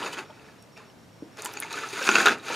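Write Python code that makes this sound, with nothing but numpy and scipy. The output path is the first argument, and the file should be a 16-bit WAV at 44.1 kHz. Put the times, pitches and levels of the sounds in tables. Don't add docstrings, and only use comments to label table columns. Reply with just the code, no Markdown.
import sys
import numpy as np
from scipy import signal
from scipy.fft import rfft, irfft, next_fast_len
from scipy.io import wavfile
from scipy.ndimage import uniform_filter1d, map_coordinates

SR = 44100
rng = np.random.default_rng(int(sys.argv[2]) if len(sys.argv) > 2 else 0)


def decibels_to_gain(level_db):
    exponent = np.asarray(level_db, float) / 20
    return 10 ** exponent


def transcribe(u):
    v = np.clip(np.atleast_2d(u).T, -1, 1)
    q = np.round(v * 32767).astype(np.int16)
    wavfile.write(sys.argv[1], SR, q)


N = 112454

# mode_hz, level_db, t60_s
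WOOD = [(227, -20.5, 0.062), (317, -4.5, 0.02), (420.5, -7, 0.032), (873, -15, 0.039), (1380, -2.5, 0.02),
        (1700, -12.5, 0.039), (2520, -3, 0.012), (3700, -14, 0.011), (4615, -22, 0.024),
        (6700, -12.5, 0.0099), (9360, -43.5, 0.0073)]
LENGTH_SPREAD = 0.06
CRACK_S = 0.0035


def unit(x):
    return x / np.sqrt(np.mean(x ** 2) + 1e-20)


def along(points, hz):
    f, v = np.transpose(points)
    return np.interp(np.log(hz + 1), np.log(f + 1), v)


def filtered(x, response):
    m = next_fast_len(N + 8192)
    return irfft(rfft(x, m) * response(np.fft.rfftfreq(m, 1 / SR)), m)[..., :N]


def ring(x, hz, t60):
    r = decibels_to_gain(-60 / (max(t60, .0002) * SR))
    w = 2 * np.pi * hz / SR
    return signal.lfilter([0, np.sin(w)], [1, -2 * r * np.cos(w), r * r], x)


def wobble(rate):
    knots = rng.standard_normal(int(N * rate / SR) + 4)
    return map_coordinates(knots, [np.arange(N) * rate / SR])


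def train(s, size):
    return np.bincount(np.clip(np.round(s * SR).astype(int), 0, N - 1), size, N)


def hiss():
    # pitch_hz, level_db per Hz
    spectrum = [(12, -78), (20, -43.5), (124, -6), (331, -12.5), (548, -15), (706, -16.5), (2570, -27.5),
                (5630, -32), (16400, -45.5)]
    # pitch_hz, correlation (0 to 1)
    likeness = [(60, 1), (380, 0.55), (2380, 0.55), (15000, 0.9)]

    def mid_side(hz):
        turn = np.arccos(np.clip(along(likeness, hz), -1, 1)) / 2
        return decibels_to_gain(along(spectrum, hz)) * [np.cos(turn), np.sin(turn)]

    mid, side = filtered(rng.standard_normal((2, N)), mid_side)
    return decibels_to_gain(-52.5 + 0.18 * wobble(6.0)) * unit(np.array([mid + side, mid - side]))


def focus_motor():
    # first_step, length_steps, level_db
    bursts = [
        (0, 1.05, -66.5),
        (1.15, 1, -70.5),
        (2.9, .55, -69),
        (3.7, .35, -68),
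        (5, 0.93, -63.5),
        (7, 1, -65.5),
        (9, 1, -65),
        (11, 1.1, -71.5),
        (13, 2.2, -70),
        (16, 1, -66.5),
    ]
    start_s, step_s, whine_hz = .252, .0667, 5562
    t = np.arange(N) / SR
    step = (t - start_s) / step_s
    on = sum(decibels_to_gain(db + 3.5) * (step > first) * (step < first + steps) for first, steps, db in bursts)
    level = uniform_filter1d(on, size=250) * decibels_to_gain(1.5 * wobble(60))
    return level * np.sin(2 * np.pi * whine_hz * t)


def room(x):
    # pitch_hz, t60_s
    decay = [(200, 0.3), (2000, 0.084), (10000, 0.12)]
    # pitch_hz, level_db
    side_colour = [(100, -58), (500, -9.5), (1400, -16.5), (4000, 3.5), (8000, -3), (15000, 0)]
    side_db = -9
    out = np.zeros((2, N))
    part = np.arange(N) // (SR // 4)
    for k in range(part.max() + 1):
        hz, t, z = signal.stft(rng.standard_normal((2, SR // 2)), SR, nperseg=256)
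        fade = decibels_to_gain(-60 * t / along(decay, hz)[:, None])
        tail = signal.istft(z * fade, SR, nperseg=256)[1]
        tail = tail / np.linalg.norm(tail[0])
        late = np.pad(x * (part == k), (130, 0))[None]
        out = out + signal.fftconvolve(late, tail, axes=1)[:, :N]
    side = decibels_to_gain(side_db) * filtered(out[1], lambda hz: decibels_to_gain(along(side_colour, hz)))
    return np.array([out[0] + side, out[0] - side])


def thud():
    # start_s, peak_db
    bumps = [
        (1.223, -28.5),
    ]
    # mode_hz, level_db, t60_s
    modes = [(310, 11.5, .06), (200, -6, 0.063), (422, 6.5, 0.035), (564, -4, 0.082)]
    s, db = np.transpose(bumps)
    push = signal.fftconvolve(train(s, decibels_to_gain(db - 39.5)), np.hanning(70))[:N]
    return sum(decibels_to_gain(level) * ring(push, hz, t60) for hz, level, t60 in modes)


def ticks():
    # start_s, peak_db, centre_hz
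    snaps = [(.13, -33.5, 7100), (.625, -45, 8650), (0.776, -45, 5070), (1.372, -37.5, 5900),
             (1.386, -51, 9000), (1.397, -49, 6300), (1.421, -25.5, 7300), (1.447, -26, 9850),
             (1.451, -18.5, 7060), (1.459, -23.5, 6800), (1.473, -33, 6600), (1.524, -42.5, 11000),
             (1.534, -36.5, 11400), (1.538, -32.5, 6560), (1.602, -20, 10150), (1.609, -42, 10300),
             (1.728, -26.5, 6400), (1.787, -34, 5030), (2.027, -24, 5400), (2.09, -17.5, 5700),
             (2.215, -31, 7300), (2.258, -16, 5770), (2.262, -18.5, 6430), (2.284, -19.5, 6960),
             (2.385, -41.5, 6400)]
    tick_s, tick_db, relative_width = 0.0021, 3, .33
    out = np.zeros(N + SR)
    t = np.arange(SR // 30) / SR
    for s, peak_db, hz in snaps:
        burst = np.diff(rng.standard_normal(len(t) + 1)) * decibels_to_gain(-20 * t / tick_s)
        tick = ring(burst, hz, np.log(1000) / (np.pi * hz * relative_width / 2))
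        out[round(s * SR):][:len(t)] += decibels_to_gain(peak_db + tick_db) * tick / np.abs(tick).max()
    return out[:N]


def rub_colour(hz):
    # pitch_hz, level_db per Hz
    slide_spectrum = [(88, -45), (150, -40), (376, 1.5), (1120, 0.5), (1340, -23), (2020, -1), (2450, -5.5),
                      (6640, -13), (16000, -26.5)]
    ring_gain, log_width = 1.2, .08
    rises = sum(np.exp(-(np.log((hz + 1) / f) / log_width) ** 2) for f, _, _ in WOOD)
    return decibels_to_gain(along(slide_spectrum, hz)) * (1 + ring_gain * rises)


def crack(blows, t60):
    # pitch_hz, level_db
    click = [(200, 12.5), (1500, 28.5), (6000, 10.5), (16000, -26)]
    fade = signal.lfilter([1], [1, -decibels_to_gain(-60 / (max(t60, .0005) * SR))], blows)
    return filtered(fade * rng.standard_normal(N), lambda hz: decibels_to_gain(along(click, hz)))


def touch(hz, db, phase, longer=1):
    rise_s = .0008
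    t = np.arange(SR // 5) / SR
    t60 = along([(f, d) for f, _, d in WOOD], hz) * longer
    swell = 1 - np.exp(-t / rise_s)
    return (decibels_to_gain(db - 60 * t / t60) * swell * np.sin(2 * np.pi * hz * t + phase)).sum(0)


def tinks():
    # start_s, peak_db, mode_hz
    tips = [(0.028, -24, 2900), (.066, -24, 2560), (.129, -30, 3020), (.144, -28, 3140), (0.174, -33, 3200),
            (.189, -24, 2640), (.297, -40, 602), (.305, -44, 3250), (.396, -40.5, 2650), (.487, -47, 1730),
            (.762, -47, 2380), (.769, -40.5, 2620), (0.802, -45, 1070), (1.395, -36.5, 4200),
            (1.46, -26.5, 2980), (1.572, -26.5, 2470), (1.929, -33, 2540), (2.031, -26, 2570),
            (2.09, -9, 2520), (2.092, -23, 880), (2.155, -8.5, 2630), (2.261, -11, 3700),
            (2.284, -14.5, 3490), (2.5, -27, 490), (2.269, -11.5, 2690), (2.076, -13.5, 2470),
            (1.756, -30, 2500), (.9, -47, 2940), (1.572, -24, 6800), (1.572, -33, 4500), (1.633, -28, 6500),
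            (1.73, -28.5, 4050), (1.888, -29, 6200), (2.114, -13.5, 6700), (2.398, -37, 3820),
            (2.484, -39, 3620)]
    out = np.zeros(N + SR)
    for s, peak_db, hz in tips:
        out[round(s * SR):][:SR // 5] += touch(hz * np.array([[.99], [1.015]]), peak_db - 1, 0)
    return out[:N]


def rattle(count=10):
    # start_s, effort_db, brightness (1.72 dB of treble shelf above about 3 kHz per unit),
    # wood_over_rubbing_db
    lift = [
        (0, -33.5, 0.5, -1.5),
        (.03, -31, -4, -4),
        (0.071, -28, -2, -5),
        (.112, -41, 1.5, -3),
        (.138, -35, 3.5, -5.5),
        (0.165, -39.5, -2.5, 0),
        (0.189, -32, -0.5, -2),
        (.27, -53.5, -3, -1.5),
    ]
    # start_s, effort_db, brightness (1.72 dB of treble shelf above about 3 kHz per unit),
    # wood_over_rubbing_db
    carry = [
        (.48, -49, -4.5, -3.5),
        (.66, -59, -3, -6.5),
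        (.764, -62, -13, -8),
        (0.77, -41.5, -1, -6),
        (.86, -50.5, -14, -7),
        (.95, -66, -3, -16),
        (1.35, -62.5, 0, 2),
    ]
    # start_s, effort_db, brightness (1.72 dB of treble shelf above about 3 kHz per unit),
    # wood_over_rubbing_db
    tip = [
        (1.365, -53.5, 2, -4),
        (1.384, -35.5, -2, -8.5),
        (1.55, -43, 1.5, 0),
        (1.693, -50, 5, 3),
        (1.723, -35.5, 2.5, -2.5),
        (1.848, -39, 3, 2),
        (1.9, -39.5, 4.5, -12.5),
        (1.97, -39, 5, -0.5),
        (2.03, -35, 5.5, -1.5),
    ]
    # start_s, effort_db, brightness (1.72 dB of treble shelf above about 3 kHz per unit),
    # wood_over_rubbing_db
    sort = [
        (2.06, -38.5, 9, -2.5),
        (2.12, -30.5, 4.5, 0),
        (2.18, -25.5, 3, 1),
        (2.25, -31.5, 4, 4),
        (2.328, -27.5, -0.5, 2),
        (2.369, -43, -4, 1.5),
        (2.427, -44, 1, -4),
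        (2.469, -38.5, 3.5, 0.5),
        (2.55, -32, 2.5, 2.5),
    ]
    contacts_per_s, size_db, rarest = 1400, 3, .15
    mode_scatter_db, rub_uneven_db = 3.5, 2
    crack_db, slide_db, rattle_db = -17, -8, -1
    s, level_db, tilt, wood_db = np.transpose(lift + carry + tip + sort)
    draws = rng.random((4400, 3))
    at = np.cumsum(-np.log(draws[:, 0] + 1e-9)) / contacts_per_s - .002
    size = decibels_to_gain(-size_db * np.log(np.maximum(draws[:, 1], rarest))) * (at < N / SR)
    owner = (draws[:, 2] * count).astype(int)
    spread = np.linspace(-1, 1, count)[:, None] + 0.29 * rng.standard_normal((count, len(WOOD)))
    scale = 1 + LENGTH_SPREAD * spread
    shape = (len(WOOD), len(at))
    levels = decibels_to_gain(mode_scatter_db * rng.standard_normal(shape)) * rng.choice([-1, 1], shape)
    t = np.arange(N) / SR
    wood = np.zeros(N)
    for p in range(count):
        mine = size * (owner == p)
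        for k, (hz, db, t60) in enumerate(WOOD):
            wood = wood + ring(train(at, mine * decibels_to_gain(db) * levels[k]), hz * scale[p, k], t60)
    wood = unit(wood + decibels_to_gain(crack_db) * crack(train(at, size), CRACK_S))
    wood = wood * decibels_to_gain(rattle_db + np.interp(t, s, wood_db))
    slide = unit(filtered(rng.standard_normal(N), rub_colour)) * decibels_to_gain(rub_uneven_db * wobble(90))
    both = wood + decibels_to_gain(slide_db) * slide
    high = filtered(both, lambda hz: 1j * hz / (3000 + 1j * hz))
    bright = both - high + high * decibels_to_gain(1.72 * np.interp(t, s, tilt))
    return decibels_to_gain(np.interp(t, s, level_db)) * bright


def clacks(count=2):
    # start_s, peak_db, brightness_db per octave, loudest_mode_hz
    clear = [(.021, -21, 0, 985), (0.061, -22, 8, 980), (.075, -26, 5.5, 1173), (.13, -28, -2, 937),
             (0.186, -25.5, 7, 898), (.192, -22, -2, 1550), (0.3, -33.5, -9, 886), (1.372, -36, -4, 1503),
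             (1.395, -37, 8, 1020), (1.412, -34, -3, 1150), (1.449, -31, 5, 906), (1.538, -31.5, 7, 846),
             (1.571, -26.5, 4, 864), (1.458, -25, 9.5, 967), (1.464, -27, -1, 996), (1.624, -19, 4, 2300),
             (1.63, -19, 1, 2160), (1.647, -25, 2, 920), (1.713, -24, -2, 890), (1.74, -17.5, 0, 1250),
             (1.787, -19, 5.5, 2280), (1.835, -19, -10, 1230), (1.842, -18.5, -4, 1280),
             (1.862, -27, -11, 1260), (1.776, -19, -1, 1500), (1.93, -23, -5, 388), (1.96, -23.5, 8, 1365),
             (1.978, -27.5, 9, 1340), (1.993, -22, 1, 1350), (2.012, -19.5, -6, 518),
             (2.017, -17, -1, 1520)]
    # start_s, peak_db, brightness_db per octave, loudest_mode_hz
    falls = [(2.059, -24, -2, 1470), (2.069, -5.5, -6, 2490), (2.073, -11.5, 6, 1540),
             (2.077, -4.5, 0, 1615), (2.085, -12, -2, 1320), (2.09, 3, -1.5, 1374),
             (2.105, -13.5, -3, 1390), (2.115, -10, -1, 2400), (2.124, -14, 0, 1460),
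             (2.153, -8.5, 8.5, 1310), (2.156, 0.5, 3.5, 2700), (2.165, -5, 3, 1440), (2.173, -11, 0, 1360),
             (2.184, -7.5, 6, 1353), (2.202, -7, 5, 1560), (2.206, -5.5, 0, 1700), (2.222, -14, 0, 1480),
             (2.233, -14, -2, 1300), (2.243, -13, 0, 1480), (2.258, -6, 6, 1440), (2.262, 0, 3.5, 1380),
             (2.27, 5, -1.5, 1342), (2.275, -6, 1.5, 1275), (2.284, -0.5, 0.5, 1494), (2.294, -7, 1, 1390),
             (2.325, -11, -4, 1400), (2.484, -17, 2, 1430), (2.503, -15.5, 1, 896)]
    chatter_s, rebound_db = .003, 8.5
    clack_db, other_modes_db, clack_crack_db = -8.5, -4.5, -24.5
    bass_loss_db = 2.5
    loose_ring, heaped_s = 1.6, 2.05
    out = np.zeros(N + SR)
    hz, db, _ = np.transpose(WOOD)[:, :, None]
    scattered = np.append(np.ones(len(hz)), 0)[:, None]
    for s, peak_db, tilt, main_hz in clear + falls:
        slope = np.where(hz > 1400, tilt, bass_loss_db)
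        others = db + other_modes_db + slope * np.log2(hz / 1400)
        longer = loose_ring if s < heaped_s else 1
        for k in range(count):
            late = rng.random()
            pitch, level, phase = rng.standard_normal((3, len(hz) + 1, 1))
            f = np.vstack([hz, [[main_hz]]]) * (1 + LENGTH_SPREAD / 2 * pitch)
            g = np.vstack([others, [[0]]]) + 2.6 * level * scattered - rebound_db * k
            start = round((s + chatter_s * late * k) * SR)
            out[start:][:SR // 5] += touch(f, g + peak_db + clack_db, 3 * phase, longer)
    s, peak_db, tilt, _ = np.transpose(clear + falls)
    return out[:N] + crack(train(s, decibels_to_gain(peak_db + clack_crack_db + tilt)), CRACK_S)


def scene():
    low_cut_hz, curtain_hz, room_db = 143, 7000, -7
    near = rattle() + clacks() + tinks() + ticks() + thud()
    near = filtered(near, lambda hz: (1j * hz / (low_cut_hz + 1j * hz)) ** 3)
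    soft = filtered(near, lambda hz: 1 / (1 + 1j * hz / curtain_hz))
    return near + decibels_to_gain(room_db) * room(soft) + hiss() + focus_motor()


def roll_off(x):
    return signal.sosfilt(signal.butter(12, 16510, fs=SR, output="sos"), x)


def record(dry):
    peak, knee, top_hz, top_order = .95, 5, 15300, 40
    held = dry / (1 + np.abs(dry / peak) ** knee) ** (1 / knee)
    mix = filtered(held, lambda hz: 1 / (1 + (hz / top_hz) ** top_order))
    return roll_off(mix)


dry = scene()
out = record(dry)
transcribe(out)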